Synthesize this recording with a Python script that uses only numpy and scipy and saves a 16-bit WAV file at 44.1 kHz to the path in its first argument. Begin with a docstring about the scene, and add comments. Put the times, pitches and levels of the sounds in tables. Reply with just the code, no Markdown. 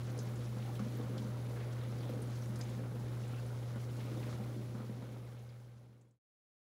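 """A dishwasher in mid-wash, heard from just in front of its steel door in a kitchen.
From the start: the pump motor hums at twice the mains rate, spray drums on the tub, water splashes and churns.
Slugs, clicks and gurgles follow throughout; dishes clink at 0.2 s and about 2.6 s.
The panel drumming eases once a turn of the spray arm, around 1.7, 3.6 and 5.5 s.
From 4.2 s everything fades, to silence at 6.2 s. Water is filtered random impacts and bubbles; the hum is sines."""
import sys
import numpy as np
from scipy import signal
from scipy.fft import rfft, irfft
from scipy.io import wavfile
from scipy.ndimage import uniform_filter1d

SR = 44100
rng = np.random.default_rng(int(sys.argv[2]) if len(sys.argv) > 2 else 0)


def master(y):
    """Save y as 16-bit WAV."""
    cut = np.clip(np.atleast_2d(y).T, -1, 1)
    pcm = np.round(cut * 32767)  # scale
    wavfile.write(sys.argv[1], SR, pcm.astype(np.int16))


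N = 294110
TIME_S = np.arange(N) / SR

# motor lines: (multiple of the hum rate [1], rms level [dB])
HUM_LINES = [(1, -40.5), (2, -69.5), (3, -65), (5, -68), (8, -79.5), (9, -84.5), (11, -81), (12, -86),
             (13, -79), (18, -83.5)]
# door and big tub panels: (frequency [Hz], width [Hz], gain [dB])
PANEL_MODES = [(145, 18, -3), (169, 28, -2), (209.2, 15, 5.5), (229.6, 78, -0.5), (271.5, 8.9, -5.5),
               (286.3, 4.2, -3.5), (321.4, 40, -10.5)]
# stiffer walls and racks: (frequency [Hz], width [Hz], gain [dB])
WALL_MODES = [(400, 24, -7), (435.4, 24, 2), (485, 22, 1.5), (515.7, 24, 3), (571.5, 22, -4.5),
              (620, 25, -9), (702, 31, -11), (764, 53, -11)]
# water churning in the sump: (frequency [Hz], relative density [dB per Hz])
SUMP_SPECTRUM = [(25, -27), (40, -12.5), (50, -5), (58, 7), (82, 9), (105, -2.5), (135, -2), (170, 2.5),
                 (300, -36.5)]
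# splash heard through the door: (frequency [Hz], relative density [dB per Hz])
SPLASH_SPECTRUM = [(500, -6), (880, -4), (1050, -1.3), (1450, -2.2), (1660, -5.7), (2150, -6), (2600, -9),
                   (4000, -9), (4700, -12), (6200, -13.3), (8200, -18.3), (10000, -18), (12300, -21.5),
                   (15000, -20)]
# thin, steady bands of hiss: (frequency [Hz], width [Hz], gain [dB])
SIZZLE_BANDS = [(5390, 220, -8.5), (6860, 280, -9.5), (8760, 160, -14), (9700, 180, -4), (10180, 140, 0.5),
                (11060, 400, -7), (13800, 1200, -12)]
# slugs of water hitting the panels: (time [s], thud peak [dB], pitch [Hz], splat re thud [dB])
SLUG_HITS = [(0.072, -42, 175, -11), (.098, -39, 227, -13), (.187, -39.5, 400, -16),
             (.565, -36.5, 224, -11), (0.763, -43, 407, -15), (.800, -33.5, 200, -16),
             (0.82, -36, 215, -23.5), (.866, -34.5, 213, -18.5), (.998, -33, 276, -18),
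             (.999, -39, 475, -23), (1.048, -39, 286, -14.5), (1.135, -41, 202, -15),
             (1.152, -38, 213, -18), (1.171, -38, 180, -18), (1.2, -39, 205, -22.5), (1.25, -36, 218, -22),
             (1.485, -40.5, 223, -18), (1.886, -39.5, 212, -18.5), (1.925, -39, 240, -24),
             (1.958, -45, 440, -21), (2.094, -40.5, 507, -27), (2.135, -44.5, 494, -20),
             (2.192, -37, 403, -22.5), (2.275, -40, 245, -12.5), (2.496, -38.5, 164, -19.5),
             (2.55, -45, 202, -13), (2.598, -41.5, 418, -7), (2.777, -39, 240, -15), (2.794, -39, 217, -27),
             (2.836, -41, 240, -7), (2.916, -42, 225, -23), (2.958, -39, 209, -11),
             (3.334, -45, 232, -23.5), (3.459, -45, 217, -25), (3.759, -38.5, 230, -12),
             (3.761, -46.5, 553, -6), (3.925, -53, 233, -20), (3.99, -44, 350, -18),
             (4.118, -41, 268, -17.5), (4.173, -36.5, 310, -27), (4.243, -51, 235, -18),
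             (4.4, -34.5, 215, -16), (4.455, -45, 220, -18), (4.565, -39, 205, -24),
             (4.593, -38.5, 210, -42), (4.747, -36, 204, -10), (4.779, -38.5, 210, -17),
             (4.803, -36, 209, -12), (4.846, -37, 205, -24), (4.896, -34, 200, -21),
             (4.922, -43.5, 225, -30), (5.023, -36.5, 238, -9.5), (5.125, -47, 214, -15)]
# light clicks and taps: (time [s], peak [dB], frequency [Hz], width [Hz])
CLICK_EVENTS = [(.177, -52.5, 9700, 1000), (.177, -53, 4400, 2000), (.2295, -54, 13000, 6000),
                (.358, -53.5, 7000, 2500), (.7542, -49, 3170, 798), (.7931, -41.5, 1100, 600),
                (.7931, -51.5, 4300, 3200), (.9697, -52.5, 14200, 2910), (1.1787, -45, 4060, 2390),
                (1.1805, -50.5, 3230, 350), (1.8108, -53, 3770, 403), (2.0053, -54.5, 4350, 500),
                (2.0916, -51, 1690, 1990), (2.095, -53, 13800, 5000), (2.2189, -48.5, 9400, 2600),
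                (2.4214, -50.5, 5500, 746), (2.4583, -52, 6900, 1800), (2.5571, -51, 9000, 1200),
                (2.5894, -49.5, 9800, 7040), (2.598, -57.5, 10000, 7000), (2.6115, -50, 3800, 2000),
                (2.6944, -55.5, 7000, 2990), (3.2775, -56, 7300, 1200), (3.333, -49, 1400, 300),
                (3.3425, -50, 2480, 900), (3.379, -55, 2750, 350), (3.4635, -59, 9200, 800),
                (4.3266, -47, 1120, 900), (5.022, -52, 1750, 700), (5.323, -52, 1550, 600),
                (5.39, -54, 6200, 1300), (5.4904, -48, 4450, 1200), (6.0117, -48, 7200, 1500),
                (6.083, -53, 9500, 2000), (6.109, -47, 7000, 2420)]
# short gurgles and swishes: (time [s], peak [dB], frequency [Hz], width [Hz])
GURGLE_EVENTS = [(.648, -48, 780, 100), (.672, -45.5, 780, 80.4), (1.012, -50.5, 1060, 250),
                 (1.06, -52, 1200, 400), (1.562, -47, 1240, 892), (1.6, -50, 1800, 900),
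                 (2.03, -51.5, 3200, 900), (4.228, -48.5, 1890, 1500), (4.79, -49, 1208, 400),
                 (5.055, -52, 1314, 500)]
# dishes knocking together: (time [s], peak [dB], contact centre [Hz], chatter t60 [s])
CLINK_EVENTS = [(.1897, -41, 6200, .06), (2.5574, -48.5, 5400, .04), (2.6115, -39.5, 5600, .028),
                (2.637, -48.5, 6900, 0.018)]
# ringing modes of a dish: (frequency [Hz], width [Hz], gain [dB])
DISH_MODES = [(4280, 160, -10.5), (5000, 230, 4), (5340, 200, -0.5), (6170, 170, 8), (6460, 180, -7),
              (6850, 180, -2), (8200, 210, -14.5)]
# amount of water landing on the tub: (time [s], level [dB])
FLOW_CURVE = [(0.0, -5), (0.15, 1.5), (0.5, -1.1), (0.85, -0.5), (1.1, 2.5), (1.35, -0.5), (1.55, 2),
              (1.78, -0.4), (2.15, 3), (2.38, -2.5), (2.6, -0.2), (2.9, 0.5), (3.15, -1.2), (3.55, -1),
              (3.72, -2), (3.95, -1.8), (4.2, 1.5), (4.45, 1), (4.7, -1), (5.15, 2.5), (5.62, -3.5),
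              (5.9, 0.7)]
# swell of the fine splash and droplets: (time [s], level [dB])
SPLASH_SWELL_CURVE = [(0.0, 0.6), (1.15, 0.6), (1.35, -0.6), (1.6, 0.7), (2.2, 0), (2.7, 1), (2.9, -2),
                      (3.25, 0.3), (3.7, -1.2), (4.27, 2), (4.6, -0.5), (5.05, 0.3), (5.5, 0), (5.9, -1)]

HUM_HZ, HUM_START_DB, HUM_SAG_DB_PER_S = 120.02, -0.02, 0.06
# spray arm: one turn, a moment when its jets point away from the panels, 1/e half-width of that lull
ARM_TURN_S, ARM_AWAY_S, LULL_S = 1.9, 1.66, 0.3
# drumming level, and its drop in the lull (negative: a rise)
PANEL_DB, PANEL_LULL_DROP_DB = -50, 4
WALL_DB, WALL_LULL_DROP_DB = -55.4, -1
SPLASH_DB, DROPLET_DB, SUMP_DB, SIZZLE_DB = -59.5, -72, -58, -74.5
SLOSH_DB, SLOSH_LOW_HZ, SLOSH_HIGH_HZ = -69, 836, 2330  # larger bubbles: level, range of starting pitch
SLOSH_FOLLOWS, SUMP_FOLLOWS = 0.4, 0.15  # share of the flow's dB swing
CLICK_T60_S, GURGLE_T60_S = 0.043, 0.17
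FADE_START_S, FADE_END_S, CUTOFF_HZ = 4.21, 6.19, 15720


def from_db(db):
    """Decibels to gain."""
    return 10 ** (np.asarray(db) / 20)


def rms_one(x):
    """Scale to unit rms."""
    return x / np.sqrt(np.mean(x ** 2) + 1e-20)


def drift(rate_hz):
    """Slow random curve of unit rms: noise through a double pole, made at SR / 40."""
    pole = np.exp(-80 * np.pi * rate_hz / SR)
    noise = rng.standard_normal(N // 40 + 2002)
    slow = signal.lfilter([1], [1, -2 * pole, pole * pole], noise)[2000:]  # settled part only
    return np.interp(np.arange(N) / 40, np.arange(len(slow)), rms_one(slow))


def in_time(rows):
    """Curve of (time [s], value) at every sample."""
    return np.interp(TIME_S, *np.transpose(rows))


def colour(x, spectrum):
    """Shape a signal by (frequency [Hz], level [dB]) with the bass rolled off; unit rms."""
    hz, db = np.transpose(spectrum)
    bins_hz = np.maximum(np.fft.rfftfreq(N, 1 / SR), 1)
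    closed_bass = np.minimum(bins_hz / hz[0], 1) ** 2
    gain = from_db(np.interp(np.log(bins_hz), np.log(hz), db))
    return rms_one(irfft(rfft(x) * gain * closed_bass, N))


def resonate(x, hz, width_hz):
    """One two-pole resonance with peak gain 1."""
    r = np.exp(-np.pi * width_hz / SR)
    zeros = np.array([1, 0, -1]) * (1 - r * r) / 2
    poles = [1, -2 * r * np.cos(2 * np.pi * hz / SR), r * r]
    return signal.lfilter(zeros, poles, x + 1e-18)


def body(x, modes):
    """Drive a set of modes in parallel."""
    return sum(from_db(db) * resonate(x, hz, width_hz) for hz, width_hz, db in modes)


def band(x, low_hz, high_hz):
    """Causal band-pass."""
    return signal.sosfilt(signal.butter(2, [low_hz, high_hz], "band", fs=SR, output="sos"), x)


def even(x, window_s):
    """Hold the running rms at 1, so that the level curves set the swells."""
    power = uniform_filter1d(x ** 2, max(int(window_s * SR), 1))
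    return x / np.sqrt(np.maximum(power, 1e-6 * np.mean(x ** 2)))


def place(out, event, start):
    """Add an event in place from sample start."""
    out[start:start + len(event)] += event


def drops(per_s, spread_db, clump_db, clump_rate_hz):
    """Random impacts of uneven size and sign, their strength drifting by clump_db."""
    sizes = from_db(spread_db * np.minimum(rng.exponential(1, N), 4)) * rng.choice([-1, 1], N)
    hits = rng.random(N) < per_s / SR
    return sizes * hits * from_db(clump_db * drift(clump_rate_hz))


def diffuse(impacts, t60_s, wet_db):
    """Every impact falls elsewhere in the tub, so each gets a fresh noise tail of reflections."""
    keep = from_db(-60 / (t60_s * SR)) ** 2
    energy = signal.lfilter([1 - keep], [1, -keep], impacts ** 2 + 1e-18)
    return impacts + from_db(wet_db) * np.sqrt(energy) * rng.standard_normal(N)


def arm_lull():
    """Rises from near 0 to 1 and back once a turn, as the jets swing away from the panels."""
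    from_away_s = (TIME_S - ARM_AWAY_S + ARM_TURN_S / 2) % ARM_TURN_S - ARM_TURN_S / 2
    return np.exp(-(from_away_s / LULL_S) ** 2)


def sizzle():
    """Steady hiss: independent noise in each thin band."""
    hiss = sum(body(rng.standard_normal(N), [mode]) for mode in SIZZLE_BANDS)
    return from_db(SIZZLE_DB) * rms_one(hiss)


def bursts(rows, t60_s, grain_db, tail_db):
    """Each is a brief, grainy rattle dying away in one broad resonance, with a faint room tail."""
    out, age_s = np.zeros(N), TIME_S[:SR // 4]
    for time_s, peak_db, hz, width_hz in rows:
        decay = np.exp(-np.log(1000) * age_s / t60_s) + from_db(tail_db) * np.exp(-age_s / 0.06)
        roughness = rms_one(uniform_filter1d(rng.standard_normal(len(age_s)), size=90))
        burst = rng.choice([-1, 1], len(age_s)) * from_db(grain_db * roughness) * decay
        stage_width_hz = width_hz * np.sqrt(2)  # two stages in series
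        tick = resonate(resonate(burst, hz, stage_width_hz), hz, stage_width_hz)
        place(out, from_db(peak_db) * tick / np.abs(tick).max(), round(time_s * SR))
    return out


def clicks():
    """Light clicks and taps: short, fairly smooth bursts."""
    return bursts(CLICK_EVENTS, CLICK_T60_S, grain_db=1.0, tail_db=-15)


def gurgles():
    """Gurgles and swishes: longer, grainier bursts."""
    return bursts(GURGLE_EVENTS, GURGLE_T60_S, grain_db=4.5, tail_db=-13)


def clinks(contact_width_hz, chatter_db, tail_db, tail_t60_s, crack_db):
    """Hard contact, chatter and room tail ring the dish modes, each clink in its own register."""
    out, age_s = np.zeros(N), TIME_S[:SR // 4]
    tail = from_db(tail_db - 60 * age_s / tail_t60_s)
    for time_s, peak_db, hz, chatter_t60_s in CLINK_EVENTS:
        chatter = from_db(chatter_db - 60 * age_s / chatter_t60_s)
        rattle = (chatter + tail) * rng.choice([-1, 1], len(age_s))
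        contact = signal.unit_impulse(len(age_s)) + rattle
        ring = body(resonate(contact, hz, contact_width_hz), DISH_MODES)
        clink = ring + from_db(crack_db) * band(contact, 4300, 7100)
        place(out, from_db(peak_db) * clink / np.abs(clink).max(), round(time_s * SR))
    return out


def droplets(level_db, per_s, cycles):
    """Single drops and bubbles plink, each at its own slightly rising pitch; few are loud."""
    out, age_s = np.zeros(N), TIME_S[:SR // 20]
    for when, pitch, size in rng.random((int(per_s * N / SR), 3)):
        hz = 750 * 9 ** pitch
        life_s = cycles / (np.pi * hz)
        plink = np.sin(2 * np.pi * hz * age_s * (1 + 2 * age_s)) * np.exp(-age_s / life_s)
        loudness = size ** 3 * hz ** -.15  # small bubbles are a little fainter
        place(out, loudness * plink, int(when * (N - len(age_s))))
    return from_db(level_db) * rms_one(out)


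def sloshing(level_db, per_s, cycles, clump_db):
    """Larger bubbles gulp in uneven clusters, each ringing briefly at its own rising pitch."""
    out, age_s = np.zeros(N), TIME_S[:SR // 12]
    for when, pitch, size in rng.random((int(per_s * N / SR), 3)):
        hz = SLOSH_LOW_HZ * (SLOSH_HIGH_HZ / SLOSH_LOW_HZ) ** pitch
        gulp = np.sin(2 * np.pi * hz * age_s * (1 + age_s)) * np.exp(-np.pi * hz * age_s / cycles)
        place(out, size ** 2 * hz ** -.5 * gulp, int(when * (N - len(age_s))))
    return from_db(level_db) * rms_one(out * from_db(clump_db * drift(9.4)))


def splashing(splash_db, wall_db, follow, throb):
    """Drops clump separately in each band over a smooth rush; the treble throbs with the pump."""
    edges_hz = np.geomspace(450, 17000, num=6)
    grains = np.zeros(N)
    for low_hz, high_hz in zip(edges_hz, edges_hz[1:]):
        impacts = drops(per_s=4500, spread_db=4.0, clump_db=2.5, clump_rate_hz=19)
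        grains += band(rms_one(diffuse(impacts, t60_s=.08, wet_db=-7.0)), low_hz, high_hz)
    rush = from_db(-2.5) * rng.standard_normal(N)
    water = even(colour(grains + rush, SPLASH_SPECTRUM), window_s=0.32)
    coarse = signal.sosfiltfilt(signal.butter(2, 2200, fs=SR, output="sos"), water)
    fine = water - coarse
    surge_db = follow * (wall_db - np.mean(wall_db))  # coarse part surges with the patter on the walls
    phase = 2 * np.pi * HUM_HZ * TIME_S
    pulsing = 1 + throb * (np.sin(phase) + np.cos(2 * phase))
    return from_db(splash_db) * (from_db(surge_db) * coarse + pulsing * fine)


def sump(flow_db):
    """Low churn: random impacts shaped by the sump spectrum, partly following the flow."""
    impacts = drops(per_s=360, spread_db=2.0, clump_db=-0.5, clump_rate_hz=8.6)
    churn = even(colour(impacts, SUMP_SPECTRUM), window_s=0.43)
    return from_db(SUMP_DB + SUMP_FOLLOWS * flow_db) * churn


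def slugs(focus_width_hz):
    """A slug of water is a soft blow ringing the tub modes near its own pitch, with a short splat."""
    out, age_s = np.zeros(N), TIME_S[:SR // 3]
    for time_s, peak_db, hz, splat_db in SLUG_HITS:
        push = resonate(signal.unit_impulse(len(age_s)), hz, focus_width_hz)
        thud = body(push, PANEL_MODES + WALL_MODES)
        splat = band(rng.standard_normal(len(age_s)) * np.exp(-age_s / 0.023), 450, 1400)
        blow = thud / np.abs(thud).max() + from_db(splat_db) * splat / np.abs(splat).max()
        place(out, from_db(peak_db) * blow, round(time_s * SR))
    return out


def drumming(panel_db, wall_db):
    """Heavy drops boom on the broad panels, finer ones patter on the stiff walls."""
    heavy = drops(per_s=650, spread_db=1.5, clump_db=0.0, clump_rate_hz=42)
    finer = drops(per_s=1400, spread_db=2.5, clump_db=0.5, clump_rate_hz=32)
    boom = even(band(body(heavy, PANEL_MODES), 100, 380), window_s=0.08)
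    patter = even(band(body(finer, WALL_MODES), 320, 950), window_s=0.14)
    return from_db(panel_db) * boom + from_db(wall_db) * patter


def motor(waver_db, overtone_waver_db, phase_wander_rad):
    """Magnetic hum at twice the mains rate, slowly sagging; overtones waver in level and phase."""
    phase = 2 * np.pi * HUM_HZ * TIME_S
    out = np.zeros(N)
    for index, (multiple, db) in enumerate(HUM_LINES):
        level_db = db + (overtone_waver_db if index else waver_db) * drift(1.3)
        wander = phase_wander_rad * np.log(multiple) * drift(1.8)  # none on the fundamental
        start_phase = rng.uniform(0, 2 * np.pi)
        out += np.sqrt(2) * from_db(level_db) * np.sin(multiple * phase + wander + start_phase)
    return out * from_db(HUM_START_DB - HUM_SAG_DB_PER_S * TIME_S)


def scene():
    """Sum water, dishes, clicks and motor at one microphone."""
    flow_db, swell_db, lull = in_time(FLOW_CURVE), in_time(SPLASH_SWELL_CURVE), arm_lull()
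    panel_db = PANEL_DB + flow_db - PANEL_LULL_DROP_DB * lull
    wall_db = WALL_DB + flow_db - WALL_LULL_DROP_DB * lull
    small = clicks() + gurgles()
    dishes = clinks(contact_width_hz=3500, chatter_db=-11, tail_db=-29, tail_t60_s=0.26, crack_db=-9)
    plinks = droplets(DROPLET_DB + swell_db, per_s=110, cycles=30)
    slosh = sloshing(SLOSH_DB + SLOSH_FOLLOWS * flow_db, per_s=240, cycles=18, clump_db=1.5)
    spray = splashing(SPLASH_DB + swell_db, wall_db, follow=0.21, throb=0.061)
    tub = slugs(focus_width_hz=64) + drumming(panel_db, wall_db)
    hum = motor(waver_db=0.22, overtone_waver_db=2.5, phase_wander_rad=0.15)
    return (sizzle() + small + dishes + plinks + slosh + spray + sump(flow_db) + tub + hum)[None]


def record(dry):
    """Straight fade to silence, then a steep low-pass."""
    fade = np.clip((FADE_END_S - TIME_S) / (FADE_END_S - FADE_START_S), 0, 1)
    low_pass = signal.ellip(12, .1, 80, CUTOFF_HZ, fs=SR, output="sos")
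    return signal.sosfilt(low_pass, dry * fade)


dry = scene()
out = record(dry)
master(out)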